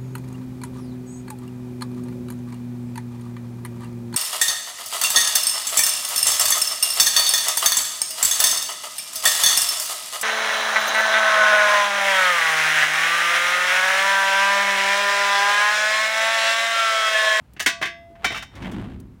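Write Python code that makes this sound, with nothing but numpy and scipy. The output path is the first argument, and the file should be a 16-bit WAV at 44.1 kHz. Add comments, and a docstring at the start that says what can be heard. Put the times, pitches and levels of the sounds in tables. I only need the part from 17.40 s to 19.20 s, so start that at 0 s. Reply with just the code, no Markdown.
"""A steel filing cabinet, opened by hand, outdoors, close by.
The handle clanks on the drawer front and sets its spring singing; the latch lets go with a clang
and a rattle. Each contact rings the dense modes of the sheet steel plus the struck part's own.
The drawer rolls out, booming over bumps and scraping on grit, with one short runner squeak.
Embers inside tick faintly over a low outdoor rumble."""
import sys
import numpy as np
from scipy import signal
from scipy.fft import rfft, irfft
from scipy.io import wavfile
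from scipy.ndimage import uniform_filter1d

SR = 44100
rng = np.random.default_rng(int(sys.argv[2]) if len(sys.argv) > 2 else 0)


def file_out(sig):
    """Save sig as 16-bit WAV at sys.argv[1]."""
    # one column per channel
    cols = np.atleast_2d(sig).T
    # limit, then scale
    lim = np.clip(cols, -1, 1)
    pcm = np.round(lim * 32767).astype(np.int16)
    wavfile.write(sys.argv[1], SR, pcm)


N = 79380
TIME_S = np.arange(N) / SR

# outdoor air spectrum: f/Hz, density/dB
AIR_SPECTRUM = [(20, -34.5), (60, 0.5), (220, -7), (450, -20), (1000, -23), (6000, -41.5), (15500, -46)]
# ember snaps: t/s, level/dB, f/Hz
EMBER_SNAPS = [(0.135, -50, 13700), (1.601, -47, 9400)]
# drawer travel: t/s, rumble level/dB, scrape level/dB
ROLL_LEVELS = [(.76, -65.5, -71.5), (0.842, -44.5, -40.5), (1.0, -44.5, -99), (1.112, -54, -57),
               (1.147, -41.5, -44), (1.199, -36, -46.5), (1.246, -31, -38), (1.3, -32.5, -41.5),
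               (1.385, -29, -41.5), (1.53, -35.5, -51.5), (1.62, -37.5, -62.5), (1.8, -46, -91)]
# hollow drawer modes: f/Hz, relative level/dB, t60/s
BOX_MODES = [(65, -4, 0.067), (105.6, -2, 0.3), (147.4, -2, 0.05), (187.9, 0.5, 0.35), (223.4, 1, 0.1),
             (263.7, 1, 0.2), (334, 0, 0.035)]
# runner grit spectrum: f/Hz, density/dB
SCRAPE_SPECTRUM = [(200, -0.5), (800, 4.5), (1400, 0), (3200, -6.5), (5500, -24), (8000, -25), (15500, -37)]
# sheet steel spectrum: f/Hz, density/dB
SHEET_SPECTRUM = [(100, -18.5), (270, -15.5), (520, -8), (1280, -8), (1550, -4), (2100, 0), (2900, -5),
                  (4900, -12), (5600, -10.5), (7800, -17), (8700, -15), (10500, -23.5), (15500, -23.5)]
# sheet steel decay: f/Hz, t60/s
SHEET_DECAY = [(150, .25), (600, .13), (1800, .2), (4000, .21), (6500, .19), (9500, .135), (15000, .115)]
# sheet antiresonances: f/Hz
ANTIRESONANCES_HZ = [520, 920, 1310, 2380, 2880, 4130, 4780, 8030]
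# clear modes, by part: f/Hz, relative level/dB, t60/s
CLEAR_MODES = { "handle": [(265, -12, .1), (325, -14, .14), (1008, -18, .28), (1145, -19, .5),
               (1462, -12, .22), (1512, -10, .25), (1590, -11, .24), (1670, -8, .2), (1935, -7, .2),
               (2168, 3, .06), (2592, -12, .22), (3943, -14, .2)], "stop": [(345, -14, .33),
               (1013, -11, .2), (1090, 0, .06), (1145, -9, .33), (1586, -6, .3), (1672, -5, .34),
               (1760, 0, .1), (1957, -6, .26), (2036, -8, .5), (2487, -9, .25), (2750, -19, .45),
               (3077, -9, .25), (3320, -17, .45), (3608, -10, .36), (5249, -17, .4)],
               "latch": [(745, 0, .055), (1390, 9, .04), (1863, -19, .5), (2033, -14, .5), (2297, -2, .28),
               (2424, -10, .22), (3068, -7, .33), (3658, -12, .55), (3864, -15, .42), (5497, -21, .7)],
               "keeper": [(1330, 7, .04), (2280, -3, .2)], "grip": [], "runner": []}
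# weaker overtones, by part: f/Hz
OVERTONES_HZ = { "grip": [1257, 1668, 1717, 1897, 2683, 2928, 4629, 6042, 6915], "handle": [1991, 2559,
                3245, 3644, 4377, 4503, 5369, 5905, 6034, 6729, 7105, 8029, 8500], "stop": [2563, 3246,
                4645, 5334, 6333, 6495], "latch": [1140, 1522, 4298, 4365, 5243, 5780, 6029, 6871, 7542],
                "keeper": [872, 1194, 1549, 2634, 2781, 3041, 6575], "runner": []}
# overtone offset from the sheet spectrum, by part: level/dB
OVERTONE_OFFSET_DB = {"grip": -2, "handle": -10, "stop": -6, "latch": -7, "keeper": -4}
# metal contacts: t/s, part, level/dB, bass/dB, clunk/dB, treble/dB, ring/dB
CONTACTS = [(.164, "grip", -42, 11, 1, -14.5, -2), (0.1948, "grip", -26, -11, -9, -1.5, -11),
            (0.2001, "grip", -25, -1, 6, 6.5, 2), (0.2222, "grip", -34.5, 1, 2.5, 10.5, -1),
            (0.2607, "handle", -14.5, -1, -0.5, 2.5, 1), (0.4134, "stop", -27, 8.5, 10, -8.5, -11.5),
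            (0.4237, "stop", -20.5, -6, 1.5, -9.5, -1.5), (.454, "stop", -24, 1, -13, -10, -25),
            (.752, "runner", -51.5, -23, 12, -19, 4.5), (0.844, "latch", -19.5, 4.5, 5.5, -3, 1.5),
            (.903, "latch", -29.5, 12, 6, -12, -10), (.920, "latch", -30.5, 5, 7, -7.5, -26),
            (.9445, "keeper", -30.5, -17, 4, -8, 2), (.958, "latch", -29, -4, 1.5, -9, -4.5),
            (.973, "latch", -34.5, 0, 6, -1, -6), (1.0235, "latch", -36.5, -14, 11.5, 1, -3),
            (1.152, "runner", -46.5, 11, -18, -1, -4), (1.22, "runner", -38.5, 12, 3, -10.5, 0),
            (1.243, "runner", -36, 10, 6, -24, 0), (1.314, "runner", -52, 3, 0, 11, 0)]


def from_db(db):
    """Decibels to gain."""
    return 10 ** (np.asarray(db) / 20)


def unit_rms(x):
    """Scale to RMS 1."""
    return x / np.sqrt(np.mean(x ** 2) + 1e-20)


def at_hz(points, hz):
    """Interpolate a table over log frequency."""
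    table_hz, values = np.transpose(points)
    return np.interp(np.log(np.maximum(hz, 1)), np.log(table_hz), values)


def colour(x, spectrum):
    """Apply a spectrum; RMS 1."""
    gain = from_db(at_hz(spectrum, np.fft.rfftfreq(N, 1 / SR)))
    return unit_rms(irfft(rfft(x) * gain, N))


def decay(t, t60_s):
    """Exponential fall, 60 dB per t60_s."""
    return np.exp(-float(np.log(1000)) * t / t60_s)


def add(out, start_s, sound):
    """Mix in at start_s."""
    i = int(start_s * SR)
    out[i:i + len(sound)] += sound[:N - i]


def clicks(per_s, spread_db):
    """Random impulses of uneven size."""
    sizes = from_db(spread_db * np.minimum(rng.exponential(1, N), 4)) * rng.choice([-1, 1], N)
    return sizes * (rng.random(N) < per_s / SR)


def scatter(count, spread_db):
    """Log-normal factors, clipped at 2 sigma."""
    return from_db(spread_db * np.clip(rng.standard_normal(count), -2, 2))


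def air(level_db=-52.5):
    """Low outdoor rumble, faint hiss."""
    return from_db(level_db) * colour(rng.standard_normal(N), AIR_SPECTRUM)


def embers(tau_s=0.0045):
    """Tiny bright snaps: fast-decaying bursts of band noise."""
    out, t = np.zeros(N), TIME_S[:SR // 20]
    for start_s, db, hz in EMBER_SNAPS:
        band = signal.butter(1, [0.46 * hz, min(1.6 * hz, 20000)], "band", fs=SR, output="sos")
        snap = unit_rms(signal.sosfilt(band, rng.standard_normal(len(t))))
        add(out, start_s, from_db(db) * snap * np.exp(-t / tau_s))
    return out


def friction(peak_s, half_width_s, hz, bandwidth_hz, level_db):
    """Rubbing swells and fades in one resonance."""
    radius = np.exp(-np.pi * bandwidth_hz / SR)
    feedback = [1, -2 * radius * np.cos(2 * np.pi * hz / SR), radius ** 2]
    tone = signal.lfilter([1, 0, -1], feedback, rng.standard_normal(N))
    swell = np.exp(-((TIME_S - peak_s) / half_width_s) ** 2)
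    return from_db(level_db) * unit_rms(tone) * swell


def drawer():
    """Runner bumps make the box boom, duller as it slows; grit scrapes under the rollers."""
    times_s, rumble_db, scrape_db = np.transpose(ROLL_LEVELS)
    rumble_db = np.interp(TIME_S, times_s, rumble_db)
    scrape_db = np.interp(TIME_S, times_s, scrape_db)
    tilt_db_per_octave = 0.52 * (rumble_db - rumble_db.max())
    boom, t = np.zeros(N), TIME_S[:SR // 2]
    for hz, db, t60_s in BOX_MODES:
        bumps = clicks(per_s=500, spread_db=2)
        ring = signal.fftconvolve(bumps, np.sin(2 * np.pi * hz * t) * decay(t, t60_s))[:N]
        boom += unit_rms(ring) * from_db(db - 8 + tilt_db_per_octave * np.log2(hz / 140))
    scrape = colour(clicks(per_s=2200, spread_db=4), SCRAPE_SPECTRUM)
    return from_db(rumble_db) * boom + from_db(scrape_db) * scrape


def spring(hz=677.6, level_db=-39.5, struck_s=0.262, caught_s=1.0):
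    """Handle spring: a pure tone from the hardest clank until the latch lets go."""
    t = np.maximum(TIME_S - struck_s, 0)
    tone = np.sin(2 * np.pi * hz * t) * decay(t, t60_s=4.7)
    damping = decay(np.maximum(TIME_S - caught_s, 0), t60_s=0.14)
    return from_db(level_db) * tone * damping


def sheet_modes(count=520, gap_db=-10, gap_width_hz=65):
    """Dense, uneven plate modes, hollowed at the antiresonances; each in sine and cosine phase."""
    hz = 100 + 15900 * ((np.arange(count) + rng.random(count)) / count) ** 1.5
    t60_s = at_hz(SHEET_DECAY, hz) * scatter(count, spread_db=1.3)
    gain = scatter(count, spread_db=3.8)
    gain /= np.sqrt(uniform_filter1d(gain ** 2, size=9))
    gain *= from_db(at_hz(SHEET_SPECTRUM, hz)) * hz ** (1 / 6)   # offsets the sparser high modes
    gaps = sum(np.exp(-((hz - gap_hz) / gap_width_hz) ** 2) for gap_hz in ANTIRESONANCES_HZ)
    gain *= from_db(gap_db * gaps)
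    gain /= np.sqrt(np.sum(gain ** 2) / 2)
    t = TIME_S[:SR // 2]
    angle = 2 * np.pi * hz[:, None] * t
    fade = decay(t, t60_s[:, None])
    return hz, gain, np.sin(angle) * fade, np.cos(angle) * fade


def part_modes(part):
    """A part's clear modes, plus overtones that take the sheet's colour and outlast its ring."""
    overtones = [(hz, OVERTONE_OFFSET_DB[part] + at_hz(SHEET_SPECTRUM, hz), 1.5 * at_hz(SHEET_DECAY, hz))
                 for hz in OVERTONES_HZ[part]]
    return CLEAR_MODES[part] + overtones


def knock(sheet, modes, bass_db, clunk_db, treble_db, ring_db, loss_db_per_s):
    """One contact: the sheet cracks and rings in the blow's colour; the struck part adds its modes."""
    attack_s, crack_s, crack_db = 0.0022, 0.011, -2
    sheet_hz, gain, sines, cosines = sheet
    blow_spectrum = [(280, bass_db), (800, clunk_db), (1900, 0), (10000, treble_db)]
    gain = gain * from_db(at_hz(blow_spectrum, sheet_hz))
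    phase = 2 * np.pi * rng.random(len(sheet_hz))
    plate = (gain * np.cos(phase)) @ sines + (gain * np.sin(phase)) @ cosines
    t = TIME_S[:len(plate)]
    crack = 1 + from_db(crack_db) * np.exp(-t / crack_s)
    plate *= crack * from_db(-loss_db_per_s * t)
    ring = np.zeros(len(t))
    for k, (hz, db, t60_s) in enumerate(modes):
        mode_db = db + ring_db + at_hz([(3000, 0), (10000, treble_db)], hz)
        ring += (-1) ** k * from_db(mode_db) * decay(t, t60_s) * np.sin(2 * np.pi * hz * t)
    return (plate + ring) * (1 - np.exp(-t / attack_s))


def clanks(grip_loss_db_per_s=238, pull_loss_db_per_s=9):
    """Handle, stop, latch, keeper and runners strike one cabinet; the hand's grip and pull damp it."""
    free_s, free_ramp_s, free_db = 1.035, 0.0083, -5   # ringing drops as the latch clears
    out, sheet = np.zeros(N), sheet_modes()
    for start_s, part, db, *blow_db in CONTACTS:
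        loss_db_per_s = pull_loss_db_per_s if part in ("latch", "keeper", "runner") else 0
        clank = knock(sheet, part_modes(part), *blow_db, loss_db_per_s)
        t = TIME_S[:len(clank)]
        if part == "grip":
            clank *= from_db(-grip_loss_db_per_s * t)
        if part in ("latch", "keeper"):
            freed = np.clip((start_s + t - free_s) / free_ramp_s, 0, 1)
            clank *= from_db(free_db * freed)
        add(out, start_s, from_db(db) * clank)
    return out


def scene():
    """Mono mix; the front panel flexes under the pull and a runner squeaks."""
    squeak = friction(peak_s=1.26, half_width_s=0.02, hz=3140, bandwidth_hz=90, level_db=-47)
    flex = friction(peak_s=0.712, half_width_s=0.02, hz=325, bandwidth_hz=25, level_db=-52)
    return (clanks() + spring() + drawer() + squeak + flex + embers() + air())[None]


def record(dry, low_cut_hz=39, high_cut_hz=15900, ceiling=0.85):
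    """High-pass, soft clip, steep low-pass."""
    high_pass = signal.butter(4, low_cut_hz, "high", fs=SR, output="sos")
    low_pass = signal.ellip(10, 0.1, 80, high_cut_hz, fs=SR, output="sos")
    rounded = ceiling * np.tanh(signal.sosfilt(high_pass, dry) / ceiling)
    return signal.sosfilt(low_pass, rounded)


dry = scene()
out = record(dry)
file_out(out)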